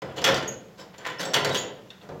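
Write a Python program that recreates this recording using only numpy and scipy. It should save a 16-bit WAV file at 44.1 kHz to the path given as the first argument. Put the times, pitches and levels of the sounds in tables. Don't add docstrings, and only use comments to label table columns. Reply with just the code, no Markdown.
import sys
import numpy as np
from scipy import signal
from scipy.fft import rfft, irfft
from scipy.io import wavfile
from scipy.ndimage import uniform_filter1d

SR = 44100
rng = np.random.default_rng(int(sys.argv[2]) if len(sys.argv) > 2 else 0)


def wav_out(sig):
    wavfile.write(sys.argv[1], SR, np.round(np.clip(np.atleast_2d(sig).T, -1, 1) * 32767).astype(np.int16))


N = 97020

# t/s, door level/dB, lock case level/dB, tick level/dB
KNOCKS = [(0.0191, -30.5, -37.5, -48.5), (0.2163, -29.5, -36, -39.5), (0.2414, -28, -20, -21.5),
          (0.272, -21, -33, -37), (0.289, -23.5, -23, -56), (0.323, -28.5, -31.5, -45),
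          (0.3429, -33.5, -52, -30), (0.425, -37.5, -37, -45.5), (0.9805, -42, -50, -47),
          (1.0651, -38.5, -32, -41), (1.1, -39.5, -36.5, -47), (1.194, -30.5, -40, -57),
          (1.228, -35, -33.5, -35.5), (1.252, -32, -40, -37.5), (1.335, -38, -25, -30),
          (1.341, -28.5, -22.5, -22), (1.361, -23.5, -23.5, -32.5), (1.4464, -24, -25, -26.5),
          (1.492, -25.5, -33, -39.5), (1.545, -45, -29, -33.5), (1.635, -36, -72, -64),
          (1.903, -69, -49.5, -53.5), (2.0888, -32.5, -56.5, -55)]
# f/Hz, relative level/dB
LOCK_MODES = [(1011, -3), (1405, -3), (1529, -1), (1814, 0), (1975, 2)]
# f/Hz, relative level/dB
BOLT_MODES = [(2958, 0), (3229, 1), (3386, -1)]

BLOW_S = 0.02
DOOR_CHATTER_S, LOCK_CHATTER_S, TICK_CHATTER_S = 0.02, 0.02, 0.005
DOOR_ROOM_DB, LOCK_ROOM_DB, TICK_ROOM_DB = 2.5, -3.5, -3.5
MODE_SPREAD_DB, MODE_DETUNE = 4.5, 0.015
BOLT_LOW_HZ, BOLT_HIGH_HZ, TOP_HZ = 2780, 3520, 16100


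def amp(db):
    return 10 ** (np.asarray(db) / 20)


def unit(x):
    return x / np.sqrt(np.sum(x ** 2) + 1e-20)


def lookup(points, hz):
    points_hz, values = np.transpose(points)
    return np.interp(np.log(hz + 1), np.log(points_hz + 1), values)


def add(mix, start_s, sound):
    part = mix[max(round(start_s * SR), 0):][:len(sound)]
    part += sound[:len(part)]


def through(x, response):
    return signal.oaconvolve(x, response)[:N]


def colour(spectrum, size=4096):
    log_gain = np.log(amp(lookup(spectrum, abs(np.fft.fftfreq(size, 1 / SR)))))
    transfer = np.exp(np.conj(signal.hilbert(log_gain)))
    return np.fft.ifft(transfer).real[:size // 2]


def whiten(x, bins):
    z = rfft(x)
    smooth_power = abs(uniform_filter1d(abs(z) ** 2, bins))
    return irfft(z / np.sqrt(smooth_power + 1e-12), len(x))


def air(rms_db=-50.5):
    # f/Hz, relative density/dB
    spectrum = [(35, -23), (100, -7), (150, -3.5), (195, 2.5), (250, -14.5), (700, -15), (5500, -30),
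                (9000, -34), (16000, -32)]
    gain = amp(lookup(spectrum, np.fft.rfftfreq(N, 1 / SR)))
    noise = irfft(rfft(rng.standard_normal(N)) * gain, N)
    return amp(rms_db) * np.sqrt(N) * unit(noise)


def contacts(envelope, db, rate_per_s, spread_db=3.5):
    size = amp(spread_db * rng.standard_normal(SR)[:len(envelope)])
    draw = rng.random(SR)[:len(envelope)]
    chance = rate_per_s / SR
    hits = np.sign(draw - chance / 2) * (draw < chance) * size
    gate = np.minimum(envelope / envelope.max() * 10, 1)
    burst = whiten(hits * envelope, bins=31) * gate
    return amp(db) * np.sqrt(BLOW_S * SR) * unit(burst)


def knock(db, chatter_s, rise_s=0.001):
    t = np.arange(SR // 5) / SR
    envelope = (1 - np.exp(-t / rise_s)) * np.exp(-t / chatter_s)
    return contacts(envelope, db, rate_per_s=3500)


def body(spectrum, peaks_hz, peak_db, t60_s=0.035):
    t = np.arange(SR // 20) / SR
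    decay = amp(-60 * t / t60_s)
    stress, shift = rng.standard_normal((2, len(peaks_hz)))
    hz = np.asarray(peaks_hz) * (1 + MODE_DETUNE * shift)
    gains = amp(peak_db - MODE_SPREAD_DB * stress)
    peaks = gains @ np.cos(2 * np.pi * np.outer(hz, t)) * 2 * decay / decay.sum()
    return unit(signal.fftconvolve(colour(spectrum), signal.unit_impulse(len(t)) + peaks))


def steel_parts():
    # f/Hz, relative level/dB
    spectrum = [(500, -84), (2300, 0.5), (3300, 9.5), (6300, 5.5), (10000, -2), (16000, -4.5)]
    jingle_hz = [4520, 5560, 6240, 7230]
    stray_hz = rng.uniform(BOLT_LOW_HZ, TOP_HZ, size=18)
    return body(spectrum, np.append(jingle_hz, stray_hz), peak_db=8)


def handle():
    # t/s, length/s, door level/dB, lock case level/dB, tick level/dB
    scrapes = [(0.039, 0.14, -37, -43.5, -63), (0.158, 0.05, -29, -35.5, -38.5),
               (0.239, 0.069, -28, -17.5, -28.5), (0.339, 0.063, -42, -33, -35),
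               (0.772, 0.063, -40, -44, -45), (0.935, 0.022, -51.5, -47.5, -83),
               (0.976, 0.086, -43.5, -44, -74), (1.038, 0.053, -57, -27, -56),
               (1.187, 0.042, -42, -30.5, -30.5), (1.248, 0.065, -32, -45, -61),
               (1.513, 0.082, -30.5, -33, -28), (2.003, 0.061, -42.5, -51, -57.5)]
    # f/Hz, relative level/dB
    door_spectrum = [(40, -42), (130, -2.5), (260, -5), (480, 4), (900, -6.5), (1500, -13.5), (16000, -72)]
    # f/Hz, relative level/dB
    lock_spectrum = [(150, -22.5), (500, 1), (900, 2), (1900, 0.5), (2400, 1), (3300, -4), (4300, -9),
                     (7000, -19), (16000, -25)]
    lock_hz = [hz for hz, _ in LOCK_MODES + BOLT_MODES]
    parts = [(lambda: unit(colour(door_spectrum)), DOOR_CHATTER_S, DOOR_ROOM_DB),
             (lambda: body(lock_spectrum, lock_hz, peak_db=3), LOCK_CHATTER_S, LOCK_ROOM_DB),
             (steel_parts, TICK_CHATTER_S, TICK_ROOM_DB)]
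    out = np.zeros(N)
    for k, (response, chatter_s, room_db) in enumerate(parts):
        forces = [(start_s, knock(db[k], chatter_s)) for start_s, *db in KNOCKS]
        forces += [(start_s, scrape(db[k], length_s)) for start_s, length_s, *db in scrapes]
        sound = np.zeros(N)
        for start_s, force in forces:
            add(sound, start_s, through(force, response()))
        out += room(sound, room_db)
    return out


def ring(modes, db, t60_s, detune=0, rise_s=0.0036):
    t = np.arange(SR // 2) / SR
    hz, mode_db = np.transpose(modes)
    hz = hz * (1 + detune * rng.standard_normal(len(hz)))
    gains = amp(mode_db - MODE_SPREAD_DB * rng.standard_normal(len(hz)))
    phases = 2 * np.pi * (hz[:, None] * t + rng.random((len(hz), 1)))
    tone = gains @ np.sin(phases)
    envelope = (1 - np.exp(-t / rise_s)) * amp(-60 * t / t60_s)
    return amp(db) * np.sqrt(BLOW_S * SR) * unit(tone * envelope)


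def knock_ringing():
    # f/Hz, relative level/dB
    door_modes = [(306, -3.5), (382, 2), (511, 5), (545, 3), (664, 3), (876, 3)]
    out = np.zeros(N)
    for start_s, door_db, lock_db, _ in KNOCKS:
        add(out, start_s, ring(door_modes, door_db - 13, t60_s=0.35, detune=MODE_DETUNE))
        add(out, start_s, ring(LOCK_MODES, lock_db - 11, t60_s=0.55))
    return out


def room(x, room_db, delay_s=0.004):
    # f/Hz, T60/s
    decay_times = [(100, 0.78), (400, 0.88), (1000, 0.55), (3000, 0.53), (6500, 0.31), (11000, 0.24)]
    taps = whiten(rng.standard_normal(SR) * (rng.random(SR) < 0.1), bins=15)
    hz, t, z = signal.stft(taps, SR, nperseg=256)
    decay = amp(-60 * t / lookup(decay_times, hz)[:, None])
    _, tail = signal.istft(z * decay, SR, nperseg=256)
    response = signal.unit_impulse(SR)
    add(response, delay_s, amp(room_db) * unit(tail))
    return through(x, unit(response))


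def leaf_thuds():
    # t/s, level/dB
    thuds = [(0.025, -38), (0.173, -39), (0.304, -32), (1.408, -32.5), (1.462, -36), (2.09, -38.5)]
    # f/Hz, relative level/dB
    spectrum = [(35, -24), (65, -11), (105, -7.5), (135, 1), (190, -10.5), (600, -16.5), (3000, -85)]
    force = np.zeros(N)
    for start_s, db in thuds:
        add(force, start_s, knock(db, chatter_s=0.061))
    return room(through(force, unit(colour(spectrum))), DOOR_ROOM_DB)


def scrape(db, length_s):
    t = np.arange(SR // 5) / SR
    swell = np.sin(np.pi * np.minimum(t / length_s, 1)) ** 1.33
    return contacts(swell, db, rate_per_s=1300)


def bolt_snaps(clack_db=5.5):
    # t/s, ring level/dB
    snaps = [(0.178, -42), (0.2415, -26), (1.339, -27.5), (1.547, -32.5)]
    force, rings = np.zeros(N), np.zeros(N)
    for start_s, db in snaps:
        add(force, start_s, knock(db + clack_db, LOCK_CHATTER_S))
        add(rings, start_s, ring(BOLT_MODES, db, t60_s=0.12))
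    band = signal.butter(2, [BOLT_LOW_HZ, BOLT_HIGH_HZ], "bandpass", fs=SR, output="sos")
    clack = unit(signal.sosfilt(band, signal.unit_impulse(SR // 20)))
    return rings + room(through(force, clack), LOCK_ROOM_DB)


def pivot_squeaks(octave_db=-16, jitter=0.075):
    # t/s, length/s, start f/Hz, end f/Hz, level/dB, roughness/0-1
    squeaks = [(0.476, 0.019, 6630, 6650, -27.5, 0.35), (1.184, 0.02, 5290, 5440, -38, 0.4),
               (1.247, 0.019, 7730, 7680, -35.5, 0.27), (1.259, 0.03, 5560, 5530, -45, 0.25),
               (1.299, 0.025, 5560, 5560, -44, 0.15), (1.508, 0.018, 3820, 3840, -32, 0.1),
               (1.571, 0.025, 6615, 6890, -29.5, 0.17), (1.587, 0.036, 7230, 6980, -37.5, 0)]
    out = np.zeros(N)
    for start_s, length_s, from_hz, to_hz, db, roughness in squeaks:
        progress = np.arange(0, length_s, 1 / SR) / length_s
        wobble = uniform_filter1d(rng.standard_normal(SR // 5), size=24)
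        wobble = wobble[:len(progress)] / wobble.std()
        glide_hz = from_hz + (to_hz - from_hz) * progress
        phase = 2 * np.pi * np.cumsum(glide_hz * (1 + jitter * roughness * wobble)) / SR
        tone = np.sin(phase) + amp(octave_db) * np.sin(2 * phase)
        add(out, start_s, amp(db) * np.sqrt(2 * np.sin(np.pi * progress)) * tone)
    return room(out, room_db=-3.5)


def return_spring(release_s=1.556):
    # f/Hz, relative level/dB
    modes = [(1707, -5), (1977, 0)]
    out = np.zeros(N)
    add(out, release_s, ring(modes, db=-41, t60_s=0.55))
    return out


def lever_clinks():
    # t/s, level/dB
    clinks = [(1.902, -43), (2.012, -54)]
    # f/Hz, relative level/dB
    modes = [(2729, -3), (3540, 0), (3720, -2), (4280, -6)]
    out = np.zeros(N)
    for start_s, db in clinks:
        force = knock(db, TICK_CHATTER_S)
        response = unit(ring(modes, db=0, t60_s=0.012))
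        add(out, start_s, through(force, response))
    return room(out, room_db=-9)


def scene():
    lock = handle() + knock_ringing() + return_spring() + bolt_snaps() + lever_clinks()
    return (lock + leaf_thuds() + pivot_squeaks() + air())[None]


def record(dry, start_s=0.019):
    # f/Hz, gain/dB
    mic_response = [(20, -3.5), (7300, -1), (8600, -10), (13500, -6.5), (16000, -9)]
    gate = np.arange(N) >= start_s * SR
    heard = through(dry[0], colour(mic_response)) * gate
    low_pass = signal.firwin(401, TOP_HZ, window=("kaiser", 9), fs=SR)
    return signal.oaconvolve(heard, low_pass, "same")[None]


dry = scene()
out = record(dry)
wav_out(out)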